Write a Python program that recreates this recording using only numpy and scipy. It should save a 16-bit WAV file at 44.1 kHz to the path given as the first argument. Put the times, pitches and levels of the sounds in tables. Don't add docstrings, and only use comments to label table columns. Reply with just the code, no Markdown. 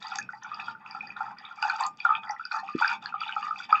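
import sys
import numpy as np
from scipy import signal
from scipy.fft import rfft, irfft
from scipy.io import wavfile
from scipy.ndimage import uniform_filter1d

SR = 44100
rng = np.random.default_rng(int(sys.argv[2]) if len(sys.argv) > 2 else 0)


def file_out(sig):
    cols = np.atleast_2d(sig).T
    lim = np.clip(cols, -1, 1)
    pcm = np.round(lim * 32767).astype(np.int16)
    wavfile.write(sys.argv[1], SR, pcm)


N = 167580

# freq_hz, density_db
HUM_SPECTRUM = [(25, -21.5), (70, -24.5), (100, -16), (125, 0.5), (150, -8), (195, 3.5), (260, -7),
                (400, -15), (700, -16), (2500, -23), (5000, -46), (8000, -58.5)]
# start_s, hold_s, large_db, middle_db, fine_db
GUSHES = [(0.0, 0.0053, -43, -58, -57), (0.013, 0.15, -39.5, -49, -51), (0.296, 0.088, -54.5, -97, -64.5),
          (0.413, 0.19, -40.5, -54, -66), (0.584, 0.13, -42.5, -50.5, -56.5),
          (0.792, 0.043, -47.5, -76, -79), (0.849, 0.12, -43.5, -58, -61), (0.975, 0.15, -47, -62, -67),
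          (1.159, 0.16, -35, -60.5, -63.5), (1.365, 0.16, -45.5, -55, -69.5),
          (1.551, 0.14, -44, -56.5, -55), (1.616, 0.14, -32.5, -46, -50.5),
          (1.781, 0.073, -26.5, -40.5, -46.5), (1.98, 0.081, -48.5, -50, -62.5),
          (2.038, 0.14, -35.5, -48, -66), (2.223, 0.12, -37.5, -70, -66), (2.379, 0.15, -60, -59, -71),
          (2.506, 0.087, -30.5, -57, -47.5), (2.633, 0.29, -44, -50.5, -60), (2.779, 0.17, -30, -37.5, -47),
          (3.015, 0.081, -43.5, -47.5, -59), (3.13, 0.094, -50, -55, -78), (3.199, 0.13, -41, -39, -59),
          (3.344, 0.14, -43.5, -49.5, -56), (3.412, 0.16, -45.5, -59, -61), (3.573, 0.078, -45.5, -42, -51),
          (3.688, 0.097, -31, -42.5, -55)]
# lowest_hz, highest_hz, rate_per_s, size_spread_db, gain_db
LARGE = (790.5, 1899.5, 300., -1.5, -6.5)
MIDDLE = (2248, 3905, 420, 1, -3.5)
FINE = (4095.5, 7701, 500., 3, -4)
# freq_hz, width_hz, gain_db
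CUP_AIR = [(869, 261, 1), (1344.4, 249, 4), (1829, 540, -6.5), (2477, 318, -1), (2900, 400, -18),
           (3530, 403, -5.5), (4204, 240, -20.5), (4714, 300, -1.5), (5527, 260, -11.5), (5963, 240, -15.5),
           (6565, 260, -14.5), (7445, 327, -20.5)]
# freq_hz, gain_db, t60_s
GLASS_MODES = [(817.5, 6, 0.096), (890.5, 6, 0.27), (1210.1, 3.5, 0.2), (1280, 2.5, 0.11),
               (1406, -7.5, .18), (1514, -3, 0.26), (1552, 5.5, 0.19), (1964, -11.5, 0.14),
               (2402, 3.5, 0.3), (2499, 6, 0.25), (2602, 7.5, 0.2), (4640, -8, 0.11), (5440, 4, 0.22)]
# delay_s, gain_db
ECHOES = [(.0105, -11.), (.019, -15.)]
# start_s, peak_db, pitch_hz
BUBBLES = [(0.046, -33.5, 869), (0.118, -36, 793), (0.155, -32.5, 810), (0.332, -37.5, 844),
           (0.68, -33.5, 910), (0.947, -36.5, 793), (1.031, -39, 815), (1.204, -27.5, 820),
           (1.281, -51, 905), (1.571, -44, 797), (1.625, -24.5, 857), (1.649, -20, 859),
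           (1.731, -27.5, 839), (1.8, -24.5, 912), (1.808, -20.5, 1034), (1.82, -26.5, 1005),
           (1.85, -24.5, 987), (1.87, -36, 821), (2.049, -27.5, 960), (2.1, -24, 870), (2.295, -24.5, 843),
           (2.542, -27.5, 883), (2.628, -35, 764), (2.811, -19.5, 905), (3.139, -36.5, 791),
           (3.363, -29, 812), (3.722, -31.5, 800), (0.1171, -27, 1314), (0.186, -21, 1646),
           (0.2887, -26.5, 1438), (0.3321, -35.5, 1870), (0.4444, -31.5, 1437), (0.5147, -27.5, 1184),
           (0.5285, -32.5, 1224), (0.6804, -24, 1377), (0.7487, -35, 1420), (0.9462, -29, 1314),
           (1.2047, -23.5, 1330), (1.5095, -32, 1320), (1.6247, -21.5, 1460), (1.6362, -19.5, 1440),
           (1.6846, -25, 1630), (1.697, -16, 1463), (1.725, -40.5, 1366), (2.0492, -9, 1380),
           (2.0896, -16, 1222), (2.1036, -12, 1246), (2.1365, -23.5, 1296), (2.2722, -37, 1970),
           (2.2947, -27.5, 1913), (2.363, -36.5, 1890), (2.3945, -27.5, 1332), (2.4074, -29.5, 1404),
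           (2.4518, -29.5, 1480), (2.5117, -23.5, 1452), (2.5414, -23, 1246), (2.6868, -27.5, 1168),
           (2.821, -12, 1418), (2.8444, -11, 1580), (2.9113, -20, 1453), (3.057, -24.5, 1610),
           (3.1228, -30, 1367), (3.1393, -21.5, 1230), (3.2131, -23, 1264), (3.2909, -24, 1533),
           (3.3628, -19.5, 1253), (3.4266, -26, 1175), (3.466, -24, 1180), (3.5069, -20, 1263),
           (3.6002, -28.5, 1450), (3.7254, -6.5, 1223), (0.1845, -35, 2453), (0.214, -34, 2450),
           (0.5975, -28.5, 2480), (0.8604, -34.5, 2610), (1.0061, -27, 2395), (1.1024, -32, 2434),
           (1.6252, -21, 2684), (1.7, -27, 2310), (2.0014, -29.5, 2375), (2.1355, -37, 2390),
           (2.15, -25, 2438), (2.5182, -30.5, 2410), (2.6798, -33, 2540), (2.9043, -33, 2380),
           (3.234, -25, 2750), (3.2909, -38.5, 2620), (3.3233, -23.5, 2870), (3.4266, -31.5, 2800),
           (3.5583, -33, 2485), (3.7234, -31, 2290), (3.7544, -21, 2600), (0.0243, -31, 3810),
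           (0.0677, -32.5, 4560), (0.156, -28, 4740), (0.185, -22.5, 6100), (0.4334, -37.5, 6070),
           (0.5437, -33.5, 4830), (0.5985, -38, 3460), (0.9093, -33.5, 4870), (1.071, -38, 4760),
           (1.3848, -38, 4900), (1.4511, -33, 3580), (1.6247, -25.5, 4730), (1.697, -26.5, 4280),
           (1.8068, -29, 7600), (1.8357, -26, 4320), (1.8647, -28.5, 6950), (2.0014, -35, 4550),
           (1.166, -41, 3700), (2.151, -24.5, 3120), (2.168, -36, 3540), (2.2334, -37.5, 3220),
           (2.2913, -37, 4790), (2.3078, -31.5, 5620), (2.4518, -27, 4940), (2.5177, -29, 4160),
           (2.796, -34, 4500), (2.8779, -22, 4910), (3.0579, -25, 4340), (3.2046, -33, 4640),
           (3.2535, -37, 3410), (3.2804, -31, 3570), (3.7239, -32.5, 4790)]
# start_s, peak_db
TICKS = [(.0835, -35), (.1005, -40), (.1565, -19), (.1715, -32), (.1855, -25.5), (.2265, -36.5),
         (1.6245, -29), (1.697, -35), (1.763, -32), (1.7995, -40), (1.8075, -36), (1.865, -32),
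         (1.9725, -44), (2.048, -38), (2.308, -48.5)]
# centre_s, peak_db, pitch_hz, half_length_s, echo_delay_s, echo_db
THUD = (2.7533, -16.5, 300., .0017, .0122, -14.)

HUM_DB, HUM_SWELL_DB = -64, 3.5
GUSH_RISE_S, GUSH_FALL_S = 0.019, 0.0075
LULL_DB = -21
WASH_DB = -14
PATCH_DB = 8.5
OPEN_DB = -45
RING_CYCLES, RING_S = 9.5, .0012
RISE_SHARE = 0.093
CLEAR_GLIDE_MEAN, STREAM_GLIDE_MAX = 0.039, 0.04
CLUMP_S, CLUMP_DB = .06, 4
LARGEST_DB = 9
WAVER_SHARE, WAVER_S = 0.0052, 0.018
ROOM_DB, ROOM_T60_S, ROOM_DULL_HZ = -14.5, 0.1, 2760
CRACKLE_PER_S, CRACKLE_SPREAD_DB, CRACKLE_DB = 150, 5, -11
THUD_ROOM_SHARE = .3
MIC_HZ, EDGE_HZ, HISS_DB = 7850, 15750, -90


def amp(db):
    return 10 ** (np.asarray(db) / 20)


def evened(x):
    return x / np.sqrt(np.mean(x ** 2) + 1e-20)


def smooth_twice(x, size):
    return uniform_filter1d(uniform_filter1d(x, size), size)


def add(mix, start_s, sound):
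    part = mix[round(start_s * SR):][:len(sound)]
    part += sound[:len(part)]


def lowpass(x, hz, size):
    taps = signal.firwin(size, hz, window=("kaiser", 8), fs=SR)
    return signal.oaconvolve(x, taps[None], "same")


def hum():
    table_hz, table_db = np.transpose(HUM_SPECTRUM)
    hz = np.fft.rfftfreq(N, 1 / SR)
    colour = amp(np.interp(np.log(hz + 1), np.log(table_hz + 1), table_db))
    noise = irfft(rfft(rng.standard_normal(N)) * colour, N)
    swell = evened(smooth_twice(rng.standard_normal(N), 6000))
    return amp(HUM_DB + HUM_SWELL_DB * swell) * evened(noise)


def gushes(column, t):
    table = np.transpose(GUSHES)[:, :, None]
    start_s, hold_s, level_db = table[0], table[1], table[column]
    u = t - start_s
    rise = np.clip(u / GUSH_RISE_S + .5, 0, 1) ** 2
    fall = np.exp(-np.maximum(u - hold_s, 0) / GUSH_FALL_S)
    swell = amp(level_db) * rise * fall
    return amp(LULL_DB + np.median(level_db)) + swell.sum(0)


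def cup():
    t = np.arange(SR // 20) / SR
    air = np.zeros(len(t))
    for k, (hz, width_hz, db) in enumerate(CUP_AIR):
        decay = np.pi * width_hz
        envelope = 2 * decay ** 2 * t / SR * np.exp(-decay * t)
        air += amp(db) * envelope * np.cos(2 * np.pi * hz * t + k * np.pi)
    air[0] += amp(OPEN_DB)
    return air


def wash(body, column, lo_hz, hi_hz):
    band = signal.butter(2, [lo_hz, hi_hz], "band", fs=SR, output="sos")
    z = signal.stft(signal.sosfilt(band, rng.standard_normal(N)), nperseg=512)[2]
    patches = uniform_filter1d(rng.standard_normal(z.T.shape), size=7, axis=0)
    patches = evened(uniform_filter1d(patches, size=5, axis=1))
    noise = signal.istft(z * amp(PATCH_DB * patches.T.clip(-3, 2)), nperseg=512)[1]
    noise = evened(signal.fftconvolve(noise, body)[:N])
    t = np.arange(0, N, 64) / SR
    level = np.interp(np.arange(N) / SR, t, gushes(column, t))
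    return amp(WASH_DB) * noise * level


def bubble(hz, cycles, glide):
    cycles = max(cycles, 1)
    u = np.arange(0, 5 * cycles / hz, 1 / SR) * hz
    rise = (1 - np.exp(-u / (RISE_SHARE * cycles))) ** 2
    decay = np.exp(-u / cycles * 2)
    tone = rise * decay * np.sin(2 * np.pi * (u + glide * u ** 2 / (2 * cycles)))
    return tone / abs(tone).max()


def small_bubbles(body, column, lo_hz, hi_hz, rate, spread_db, gain_db, count=24, size=3000):
    wait, luck, sort = rng.random((size, 3)).T
    t = np.cumsum(-np.log(wait)) / rate
    kind = (sort * count).astype(int)
    clumps = evened(uniform_filter1d(rng.standard_normal((size, count)), size=4, axis=1))
    clump_db = CLUMP_DB * clumps[(t / CLUMP_S).astype(int) % size, kind]
    size_db = -spread_db * np.log(luck) + clump_db
    strength = amp(np.minimum(size_db, LARGEST_DB))
    tones = []
    for hz, (a, b) in zip(np.geomspace(lo_hz, hi_hz, count), rng.random((count, 2))):
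        cycles = (RING_CYCLES + RING_S * hz) * (0.36 + 1.67 * a)
        tones.append(bubble(hz, cycles, STREAM_GLIDE_MAX * b))
    colour = rfft(body, 2 ** 14)
    energy = np.mean([np.mean(abs(rfft(tone, 2 ** 14) * colour) ** 2) for tone in tones])
    rms = np.sqrt(np.mean(strength ** 2) * energy * rate / SR)
    strength = strength * gushes(column, t) * amp(gain_db) / rms
    out = np.zeros(N)
    for start_s, k, a in zip(t[t < N / SR], kind, strength):
        add(out, start_s, a * tones[k])
    return out


def glass(x):
    out, span = x.copy(), round(WAVER_S * SR)
    for hz, db, t60_s in GLASS_MODES:
        waver = evened(smooth_twice(rng.standard_normal(N), span))
        turn = np.exp(2j * np.pi * np.cumsum(hz * (1 + WAVER_SHARE * waver)) / SR)
        r = amp(-60 / t60_s / SR)
        ring = signal.lfilter([1 - r], [1, -r], x / turn + 1e-18)
        out += 2 * amp(db) * (turn * ring).imag
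    return out


def room(x):
    taps = np.zeros(SR // 2)
    at = np.arange(300, SR // 2 - 20, 20)
    at = at + rng.integers(0, 20, len(at))
    taps[at] = rng.choice([-1., 1.], len(at)) * amp(-60 * at / SR / ROOM_T60_S)
    taps = signal.lfilter(*signal.butter(1, ROOM_DULL_HZ, fs=SR), taps)
    taps *= amp(ROOM_DB) / np.linalg.norm(taps)
    taps[0] = 1
    for delay_s, db in ECHOES:
        add(taps, delay_s, amp(db) * np.hanning(7) / 3)
    return signal.fftconvolve(x, taps)[:N]


def clear_bubbles(body):
    out = np.zeros(N)
    for (start_s, db, hz), chance in zip(BUBBLES, rng.random(len(BUBBLES))):
        tone = bubble(hz, RING_CYCLES + RING_S * hz, CLEAR_GLIDE_MEAN * 2 * chance)
        heard = abs(signal.fftconvolve(tone, body[:1000])).max()
        add(out, start_s, tone * amp(db) / heard)
    return out


def splashes(body):
    tick = np.diff(body, 2)
    hit, luck = rng.random((N, 2)).T
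    sizes = amp(-CRACKLE_SPREAD_DB * np.log(luck).clip(-3))
    signs = np.sign(luck % .02 - .01)
    crackle = evened((hit < CRACKLE_PER_S / SR) * sizes * signs)
    out = crackle * amp(CRACKLE_DB) * gushes(4, np.arange(N) / SR) / np.linalg.norm(tick)
    for start_s, db in TICKS:
        out[round(start_s * SR)] += amp(db) / abs(tick).max()
    return signal.fftconvolve(out, tick)[:N]


def thud():
    centre_s, db, hz, half_length_s, delay_s, echo_db = THUD
    t, out = np.arange(-400, 400) / SR, np.zeros(N)
    knock = amp(db) * np.exp(-.5 * (t / half_length_s) ** 2) * np.cos(2 * np.pi * hz * t)
    add(out, centre_s + t[0], knock)
    add(out, centre_s + t[0] + delay_s, knock * amp(echo_db))
    return out


def scene():
    body = cup()
    sizes = list(enumerate((LARGE, MIDDLE, FINE), 2))
    bubbles = clear_bubbles(body)
    bubbles = bubbles + sum(small_bubbles(body, column, *size) for column, size in sizes)
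    churn = sum(wash(body, column, *size[:2]) for column, size in sizes)
    water = signal.fftconvolve(bubbles, body)[:N] + churn + splashes(body)
    knock = thud()
    wet = room(glass(water) + THUD_ROOM_SHARE * knock)
    return (wet + (1 - THUD_ROOM_SHARE) * knock + hum())[None]


def record(dry):
    heard = lowpass(dry, MIC_HZ, size=201)
    hiss = amp(HISS_DB) * rng.standard_normal(dry.shape)
    return lowpass(heard + hiss, EDGE_HZ, size=401)


dry = scene()
out = record(dry)
file_out(out)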